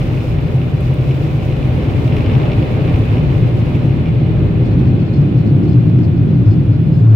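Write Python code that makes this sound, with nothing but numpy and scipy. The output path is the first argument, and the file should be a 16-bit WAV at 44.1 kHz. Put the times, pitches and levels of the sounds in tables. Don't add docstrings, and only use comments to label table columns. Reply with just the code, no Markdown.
import sys
import numpy as np
from scipy import signal
from scipy.fft import rfft, irfft
from scipy.io import wavfile
from scipy.ndimage import uniform_filter1d, minimum_filter1d

SR = 44100
rng = np.random.default_rng(int(sys.argv[2]) if len(sys.argv) > 2 else 0)


def master_out(mix):
    frames = np.transpose(np.atleast_2d(mix))
    ceiling = np.clip(frames, -1, 1)
    pcm = np.round(ceiling * 32767).astype(np.int16)
    wavfile.write(sys.argv[1], SR, pcm)


N = 315315
T = np.arange(N) / SR
HZ = np.maximum(np.arange(N // 2 + 1) * SR / N, 1)


def undb(db):
    return 10 ** (np.asarray(db) / 20)


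def unit(x):
    return x / np.sqrt(np.mean(x ** 2))


def curve(points):
    return np.interp(T, *np.transpose(points))


def across(points):
    hz, value = np.transpose(points)
    return np.interp(np.log(HZ), np.log(hz), value)


def resonances(modes):
    power = 0
    for hz, width, db in modes:
        detuning = (HZ - hz * hz / HZ) / width
        power = power + undb(2 * db) / (1 + detuning ** 2) ** 2
    return np.sqrt(power)


def shaped(x, gain):
    return irfft(rfft(x) * gain, N)


def walk(rate):
    k = int(SR / rate)
    steps = np.repeat(rng.standard_normal(N // k + 1), k)
    smooth = uniform_filter1d(uniform_filter1d(steps, k), k)
    return unit(smooth[:N])


def panned(db):
    return undb(np.array([[db], [-db]]) / 2)


def strike(start, decay_s):
    age = T[:N // 20]
    out = np.zeros(N + len(age))
    i = int(start * SR)
    out[i:i + len(age)] = np.exp(-age / decay_s)
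    return out[:N]


def swell(at_s, length_s):
    return np.exp(-np.minimum((2 * (T - at_s) / length_s) ** 2, 50))


def steadied(air, hold_s):
    k = int(hold_s * SR)
    power = np.mean(air ** 2, axis=0)
    return air / np.sqrt(uniform_filter1d(uniform_filter1d(power, k), k // 2))


# frequency in Hz, correlation from -1 to 1.
STEREO_LIKENESS = [(30, .99), (112, .985), (150, .87), (200, .8), (380, .78), (700, .45), (1290, -.17),
                   (2380, .2), (4400, 0), (15000, .05)]


def turbulence(gain):
    alike = np.clip(across(STEREO_LIKENESS), -.99, .99)
    mid = shaped(rng.standard_normal(N), gain * np.sqrt(1 + alike))
    side = shaped(rng.standard_normal(N), gain * np.sqrt(1 - alike))
    return unit(np.array([mid + side, mid - side]))


# time in seconds, share on the roof from 0 to 1.
ROOF_SHARE = [(2.6, 0.08), (4.2, 0.4), (5.6, 1), (7.1, 0.84)]


def moving(front_modes, roof_modes, front_pan_db, roof_pan_db):
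    share = np.clip(curve(ROOF_SHARE), 0, 1)
    front = turbulence(resonances(front_modes)) * panned(front_pan_db)
    roof = turbulence(resonances(roof_modes)) * panned(roof_pan_db)
    return np.sqrt(1 - share) * front + np.sqrt(share) * roof


def reflections(x, t60_s=0.049, wet_db=-8):
    age = T[:N // 60]
    tail = rng.standard_normal((2, len(age))) * undb(-60 * age / t60_s)
    tail *= age > .0015
    tail /= np.sqrt(np.sum(tail ** 2, axis=1, keepdims=True))
    return x + undb(wet_db) * signal.fftconvolve(x, tail, axes=1)[:, :N]


# frequency in Hz, relative density in dB per Hz.
FAN_HISS_COLOUR = [(400, 2.5), (660, 8.5), (950, -1), (1450, 4), (1900, -2), (2200, -12.5), (2350, -6),
                   (2900, -1.5), (3100, -9), (3380, -5.5), (3900, -8.5), (6000, -26.5), (9000, -32)]
# frequency in Hz, width in Hz, relative level in dB.
FAN_WHINES = [(696.6, 16, 3.5), (1418, 47, -11), (2400, 140, -14.5), (3390, 98, -15)]


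def fans():
    hiss = turbulence(undb(across(FAN_HISS_COLOUR))) * undb(-43.5)
    whines = turbulence(resonances(FAN_WHINES)) * undb(-48.0)
    return hiss + whines


# frequency in Hz, width in Hz, relative level in dB.
BODY_RESONANCES = [(32, 10, -21.5), (42.8, 8, -7), (62.4, 16, -6), (79.6, 14, -3.5)]
# time in seconds, level in dB before the random swells.
BODY_SHAKE = [(0, -22), (.6, -23), (.9, -21.5), (1.1, -19.5), (1.33, -27), (1.6, -20), (2.15, -23.5),
              (2.55, -18.5), (2.7, -23), (2.95, -20), (3.25, -20), (3.6, -24.5), (4.45, -22), (5.15, -24),
              (5.5, -28.5), (6.2, -27), (7.1, -30.5)]


def buffet(swell_db=2.0, swells_per_s=8):
    db = curve(BODY_SHAKE) + swell_db * walk(swells_per_s)
    body = turbulence(resonances(BODY_RESONANCES))
    return steadied(body, hold_s=0.066) * undb(db) * panned(.6)


# peak time in seconds, length in seconds, level at the peak in dB.
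SQUARE_HITS = [(2.223, 0.13, -29.5), (2.43, 0.19, -25.5), (2.82, .35, -32.5), (3.19, .1, -35),
               (4.376, .07, -30.5)]
# frequency in Hz, width in Hz, relative level in dB.
WHOOSH_RESONANCES = [(415, 55, 1.5), (600, 91, -5.5), (788, 90, -8.5), (1130, 280, -17.5), (1600, 400, -23)]


def surges():
    level = sum(undb(db) * swell(s, length) for s, length, db in SQUARE_HITS)
    return turbulence(resonances(WHOOSH_RESONANCES)) * level


# start in seconds, envelope peak in dB, left minus right in dB.
WINDSCREEN_DROPS = [(.8066, -42, 6), (.9413, -41, 3.5), (1.7775, -46, 4), (2.0328, -46, 3),
                    (2.1654, -44, 0), (2.9277, -45.5, -4), (2.9911, -47, 7), (3.7618, -47, -4)]


def drops(decay_s=.003, low_hz=5500):
    envelope = sum(strike(s, decay_s) * undb(db) * panned(pan) for s, db, pan in WINDSCREEN_DROPS)
    return shaped(envelope * rng.standard_normal((2, N)), 1 / np.sqrt(1 + (low_hz / HZ) ** 4))


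# time in seconds, level in dB before the ragged sheets.
WATER_LEVEL = [(0, -49.5), (.45, -52.5), (.72, -53.5), (1.0, -52), (1.7, -52), (1.9, -52), (2.18, -51),
               (2.35, -54.5), (2.95, -53.5), (3.75, -56), (4.3, -64), (7.1, -64)]
# frequency in Hz, relative gain in dB.
SPRAY_COLOUR = [(1500, -6.5), (3000, 5), (5000, 10), (7000, 1.5), (9000, -1.5), (12000, -1), (15500, -1)]


def spray(per_s=5000, scatter_db=3.5, mist_db=-4.5):
    hits = rng.random((2, N)) < per_s / SR
    sizes = undb(scatter_db * np.minimum(rng.exponential(size=(2, N)), 5))
    signs = rng.choice([-1, 1], (2, N))
    mist = undb(mist_db) * rng.standard_normal((2, N))
    patter = unit(hits * sizes * signs) + mist
    sheets_db = 1.0 * walk(26) + .9 * walk(98)
    coloured = unit(shaped(patter, undb(across(SPRAY_COLOUR))))
    return coloured * undb(curve(WATER_LEVEL) + sheets_db) * panned(1.3)


# start in seconds, peak in dB before the treble cut and pan.
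WIPER_KNOCKS = [(.0149, -26), (.1124, -28), (.1341, -28), (.174, -27), (.2069, -26), (.3855, -27),
                (.616, -25), (1.1099, -29), (1.5244, -26), (2.0778, -23.5), (2.1242, -21.5), (2.1666, -20),
                (2.183, -22.5), (2.2065, -22), (2.2439, -22.5), (2.2623, -21), (2.2978, -21.5),
                (2.3117, -21.5), (2.3357, -20.5), (2.3514, -21.5), (2.3985, -26), (2.4175, -25),
                (2.5178, -21), (2.5324, -23.5), (2.5942, -25), (2.6264, -26), (2.8484, -26),
                (2.8789, -24.5), (2.8954, -26), (2.9417, -24.5), (2.9587, -24.5), (3.1397, -27),
                (3.1557, -27), (3.1694, -27), (3.1814, -25.5), (3.7522, -29), (3.8155, -29), (4.0587, -26),
                (4.072, -28.5), (4.0847, -30), (4.2617, -28), (4.2923, -30)]
# frequency in Hz before detuning, width in Hz, relative level in dB.
WIPER_RESONANCES = [(2230, 130, 0), (2440, 140, 0), (2700, 130, 0), (2900, 160, -1), (3120, 220, -2),
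                    (3500, 300, -4), (4200, 350, -12), (5200, 170, -12), (5420, 170, -12)]


def wiper(detune=0.015, soft_hz=4800, brighten_hz_per_db=170, top_hz=5900, rebound_s=0.005, rebound_db=-7,
          tremble_db=-29.5, tremble_scatter_db=1.8, count=260):
    hz, width, db = np.transpose(WIPER_RESONANCES)[:, :, None]
    age, out = T[:N // 200], np.zeros((2, N))
    usual_db = np.mean(WIPER_KNOCKS, axis=0)[1]
    rebounds = []
    for s, peak_db in WIPER_KNOCKS:
        delay_s = rebound_s * (.5 + rng.random())
        rebounds.append((s + delay_s, peak_db + rebound_db))
    tap_s = rng.random(count) * WIPER_KNOCKS[-1][0]
    tap_db = tremble_db + np.interp(tap_s, *np.transpose(JET_BLAST))
    tap_db = tap_db + tremble_scatter_db * rng.standard_normal(count)
    for s, peak_db in WIPER_KNOCKS + rebounds + list(zip(tap_s, tap_db)):
        pitch, sign, *size = rng.standard_normal((4, len(hz), 1))
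        ring = np.sin(2 * np.pi * hz * (1 + detune * pitch) * age) * np.exp(-np.pi * width * age)
        cutoff_hz = soft_hz + brighten_hz_per_db * (peak_db - usual_db)
        rubber = 1 / np.sqrt(1.5 + (hz / cutoff_hz) ** 8)
        share = undb(db + 1.5 * np.array(size))
        knock = np.sum(ring * rubber * np.sign(sign) * share, axis=1)
        i = int(s * SR)
        out[:, i:i + len(age)] += knock / np.abs(knock).max() * undb(peak_db)
    return shaped(out, 1 / np.sqrt(1 + (HZ / top_hz) ** 8)) * panned(0.9)


# frequency in Hz, width in Hz, relative level in dB.
LINING_RESONANCES = [(620, 230, 4.5), (1060, 400, 4), (1450, 380, -0.5)]


def lining(boom, onset_db=-5.5, rub_db=-30, full_db=-0.5):
    swing = np.sqrt(2 * uniform_filter1d(np.mean(boom ** 2, axis=0), int(0.04 * SR)))
    play = np.clip(swing, undb(onset_db), undb(full_db)) - undb(onset_db)
    return turbulence(resonances(LINING_RESONANCES)) * play * undb(rub_db)


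# start in seconds, length in seconds, level in dB, both before the edges are faded.
TRIM_BURSTS = [(4.648, 0.035, -54), (4.705, .045, -59), (4.785, .025, -59.5), (4.85, .04, -57),
               (4.99, .04, -57.5), (5.057, .04, -56), (5.13, .04, -55), (5.205, .02, -59.5),
               (5.375, .05, -54), (5.463, 0.041, -56), (5.633, .035, -58), (5.68, .065, -55.5),
               (5.8, .018, -62), (5.885, .022, -60), (5.978, .02, -60), (6.025, .036, -54),
               (6.17, .02, -62), (6.335, .02, -61), (6.452, .04, -58), (6.496, 0.05, -55),
               (6.712, 0.06, -61), (6.86, .02, -61), (6.923, .09, -60), (7.073, .046, -60)]
# frequency in Hz, width in Hz, level in dB before it wanders.
TRIM_RESONANCES = [(4190, 110, -3), (4305, 65, 6), (4650, 400, -5.5), (5000, 70, 0.5), (5400, 160, -8),
                   (5705, 110, -7.5), (6120, 260, -17), (6880, 260, -15), (7230, 150, -17),
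                   (7900, 1300, -25)]


def trim(boom, contact_db=3.5, idle_db=-64, idle_swing_db=4, fade_s=.014, shift_db=2):
    bursts = sum(undb(db) * ((T > s) & (T < s + length)) for s, length, db in TRIM_BURSTS)
    idle = curve(ROOF_SHARE) * undb(idle_db + idle_swing_db * walk(25))
    gate = uniform_filter1d(bursts, int(fade_s * SR)) + idle
    swing = boom[0] / np.abs(signal.hilbert(boom[0]))
    contacts = rfft((undb(contact_db) + swing) ** 2 * rng.standard_normal((2, N)))
    ring = 0
    for mode in TRIM_RESONANCES:
        favour = undb(shift_db * walk(9))
        ring = ring + irfft(contacts * resonances([mode]), N) * favour
    return steadied(ring, hold_s=.1) * gate * panned(1.1)


# time in seconds, level in dB re full blast.
JET_BLAST = [(0, -4.5), (.5, -6.5), (1.4, -5), (1.95, -3), (2.2, -2), (2.4, -1.5), (2.87, -2), (3.1, -2.5),
             (3.6, -5), (3.74, -4.5), (3.95, -6), (4.3, -6), (5.6, -9.5), (6, -11), (7.1, -13)]
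# time in seconds, level in dB before the flutter.
PANEL_DRUMMING = [(0, -24), (1.35, -23.5), (2.2, -19.5), (4.35, -20), (4.75, -17.5), (5.3, -18),
                  (5.65, -15), (6.15, -17.5), (7.1, -20)]
# frequency in Hz, width in Hz, relative level in dB.
FRONT_RESONANCES = [(170.6, 27, 2), (240, 56, -4.5), (239, 120, -4.5), (308, 43, -3.5), (351, 65, -6),
                    (401, 16, -4), (431.3, 20, -5.5)]
ROOF_RESONANCES = [(177, 50, 3), (220, 37, -0.5), (288.2, 68, 0), (328, 8.4, -6.5), (338.5, 65, -5.5),
                   (378, 88, -14)]
DOOR_RESONANCES = [(485, 140, -3), (521, 61, 0), (588, 51, -3), (611, 28, -1.5), (726, 57, -8.5),
                   (772, 29, -4)]
# frequency in Hz, relative density in dB per Hz.
RUSH_COLOUR = [(300, -7), (480, 1.5), (670, -3), (900, -2), (1200, -5), (1550, -10), (1900, -10),
               (3000, -27.5), (6000, -45.5)]
GLASS_COLOUR = [(1200, -24), (1900, -5.5), (2150, 1), (2600, 1), (3100, -5), (4000, -9.5), (5000, -20),
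                (6200, -28.5), (8000, -32.5), (11000, -46.5)]


def blowers(hiss_db=-36, rush_db=-30, doors_db=-27.5):
    blast = curve(JET_BLAST)
    flutter = walk(28)
    panels = moving(FRONT_RESONANCES, ROOF_RESONANCES, front_pan_db=-1.0, roof_pan_db=0.1)
    panels = steadied(panels, hold_s=0.27) * undb(curve(PANEL_DRUMMING) + 0.64 * flutter)
    doors = turbulence(resonances(DOOR_RESONANCES)) * panned(-.4)
    doors = doors * undb(doors_db + blast + 0.2 * walk(18))
    rush = turbulence(undb(across(RUSH_COLOUR))) * panned(-0.6)
    rush = rush * undb(rush_db + blast + 0.6 * flutter)
    glass = turbulence(undb(across(GLASS_COLOUR))) * panned(.4)
    glass = glass * undb(hiss_db + blast + 0.31 * flutter + 0.18 * walk(150))
    return panels + doors + rush + reflections(glass, wet_db=-7.0)


# frequency in Hz, width in Hz, relative level in dB.
CABIN_RESONANCES = [(102.3, 22, -6.5), (126, 21, -0.5), (148.7, 19, -4.5)]
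ROOF_BOOM_RESONANCES = [(101, 18, 0), (117, 11, -4.5), (136, 53, -4), (163.3, 15, -2)]
# peak time in seconds, length in seconds, boom pitch in Hz before it wavers,
# peak of the note in dB before panning.
STRONG_GUSTS = [(0.555, 0.063, 123, -8), (0.747, 0.031, 126.2, -7), (0.89, 0.09, 125.9, -7.5),
                (1.004, 0.058, 124, -4.5), (1.117, 0.064, 134.2, -9), (1.716, 0.038, 121.2, -6.5),
                (2.06, 0.058, 125.1, -8), (2.366, 0.043, 131, -4.5), (2.435, 0.038, 132, -5.5),
                (2.586, 0.031, 111.7, -3), (2.945, 0.026, 113.2, -4), (3.019, 0.038, 108, -5),
                (3.116, 0.036, 112, -6), (3.311, 0.07, 132, -7.5), (3.438, 0.07, 117.2, -6),
                (3.9, 0.065, 119, -8), (4.175, .05, 128.4, -8.5), (4.294, 0.045, 118.5, -8.5),
                (4.885, 0.03, 130.6, -3.5), (5.2, 0.08, 134, -5), (5.365, .05, 121, -6),
                (5.541, 0.058, 130.1, -6), (5.767, 0.051, 118, -2.5), (5.836, 0.029, 120, -6.5),
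                (5.97, 0.063, 122, -5), (6.373, 0.058, 118.8, -3.5), (6.487, 0.065, 110.2, -2),
                (6.691, 0.046, 111.4, -3.5), (6.815, 0.089, 122.8, -6), (7.1, 0.16, 114, -0.5)]
# centre in seconds, length in seconds, depth in dB.
BOOM_LULLS = [(0.245, 0.043, -8), (0.71, .05, -6), (0.827, .06, -5), (1.57, 0.035, -4), (1.83, .05, -7),
              (2.531, .05, -10), (2.693, 0.074, -6.5), (3.06, .05, -9), (3.716, .05, -5.5),
              (4.038, .05, -7.5), (5.068, 0.064, -5.5), (5.319, 0.038, -7), (5.618, 0.042, -7.5)]


def cabin_boom(boom_db=-16, rise_db_per_s=0.8, gust_db=-0.14, gusts_per_s=12, lock=0.36, waver_hz=3,
               ring_pan_db=1.3):
    air = moving(CABIN_RESONANCES, ROOF_BOOM_RESONANCES, front_pan_db=1.8, roof_pan_db=.8)
    lull_db = sum(db * swell(s, length) for s, length, db in BOOM_LULLS)
    level_db = boom_db + rise_db_per_s * T + lull_db + gust_db * walk(gusts_per_s)
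    air = steadied(air, hold_s=0.13) * undb(level_db)
    waver = waver_hz * np.cumsum(walk(25)) / SR
    notes = 0
    for s, length, hz, db in STRONG_GUSTS:
        gust = swell(s, length)
        notes = notes + undb(db) * gust * np.sin(2 * np.pi * (hz * T + waver + rng.random()))
        air = air * (1 - lock * gust)
    return air + notes * panned(ring_pan_db)


def scene():
    boom = cabin_boom()
    windscreen = reflections(spray() + drops() + wiper(), wet_db=-8.0)
    background = fans() + buffet() + surges()
    return background + windscreen + lining(boom) + trim(boom) + blowers() + boom


def record(dry):
    k = int(.006 * SR)
    headroom = 1 / np.maximum(np.abs(dry).max(axis=0), 1)
    gain = uniform_filter1d(uniform_filter1d(minimum_filter1d(headroom, 2 * k), k), k)
    low_pass = signal.ellip(10, .1, 80, 15650, fs=SR, output="sos")
    return signal.sosfilt(low_pass, dry * gain)


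dry = scene()
out = record(dry)
master_out(out)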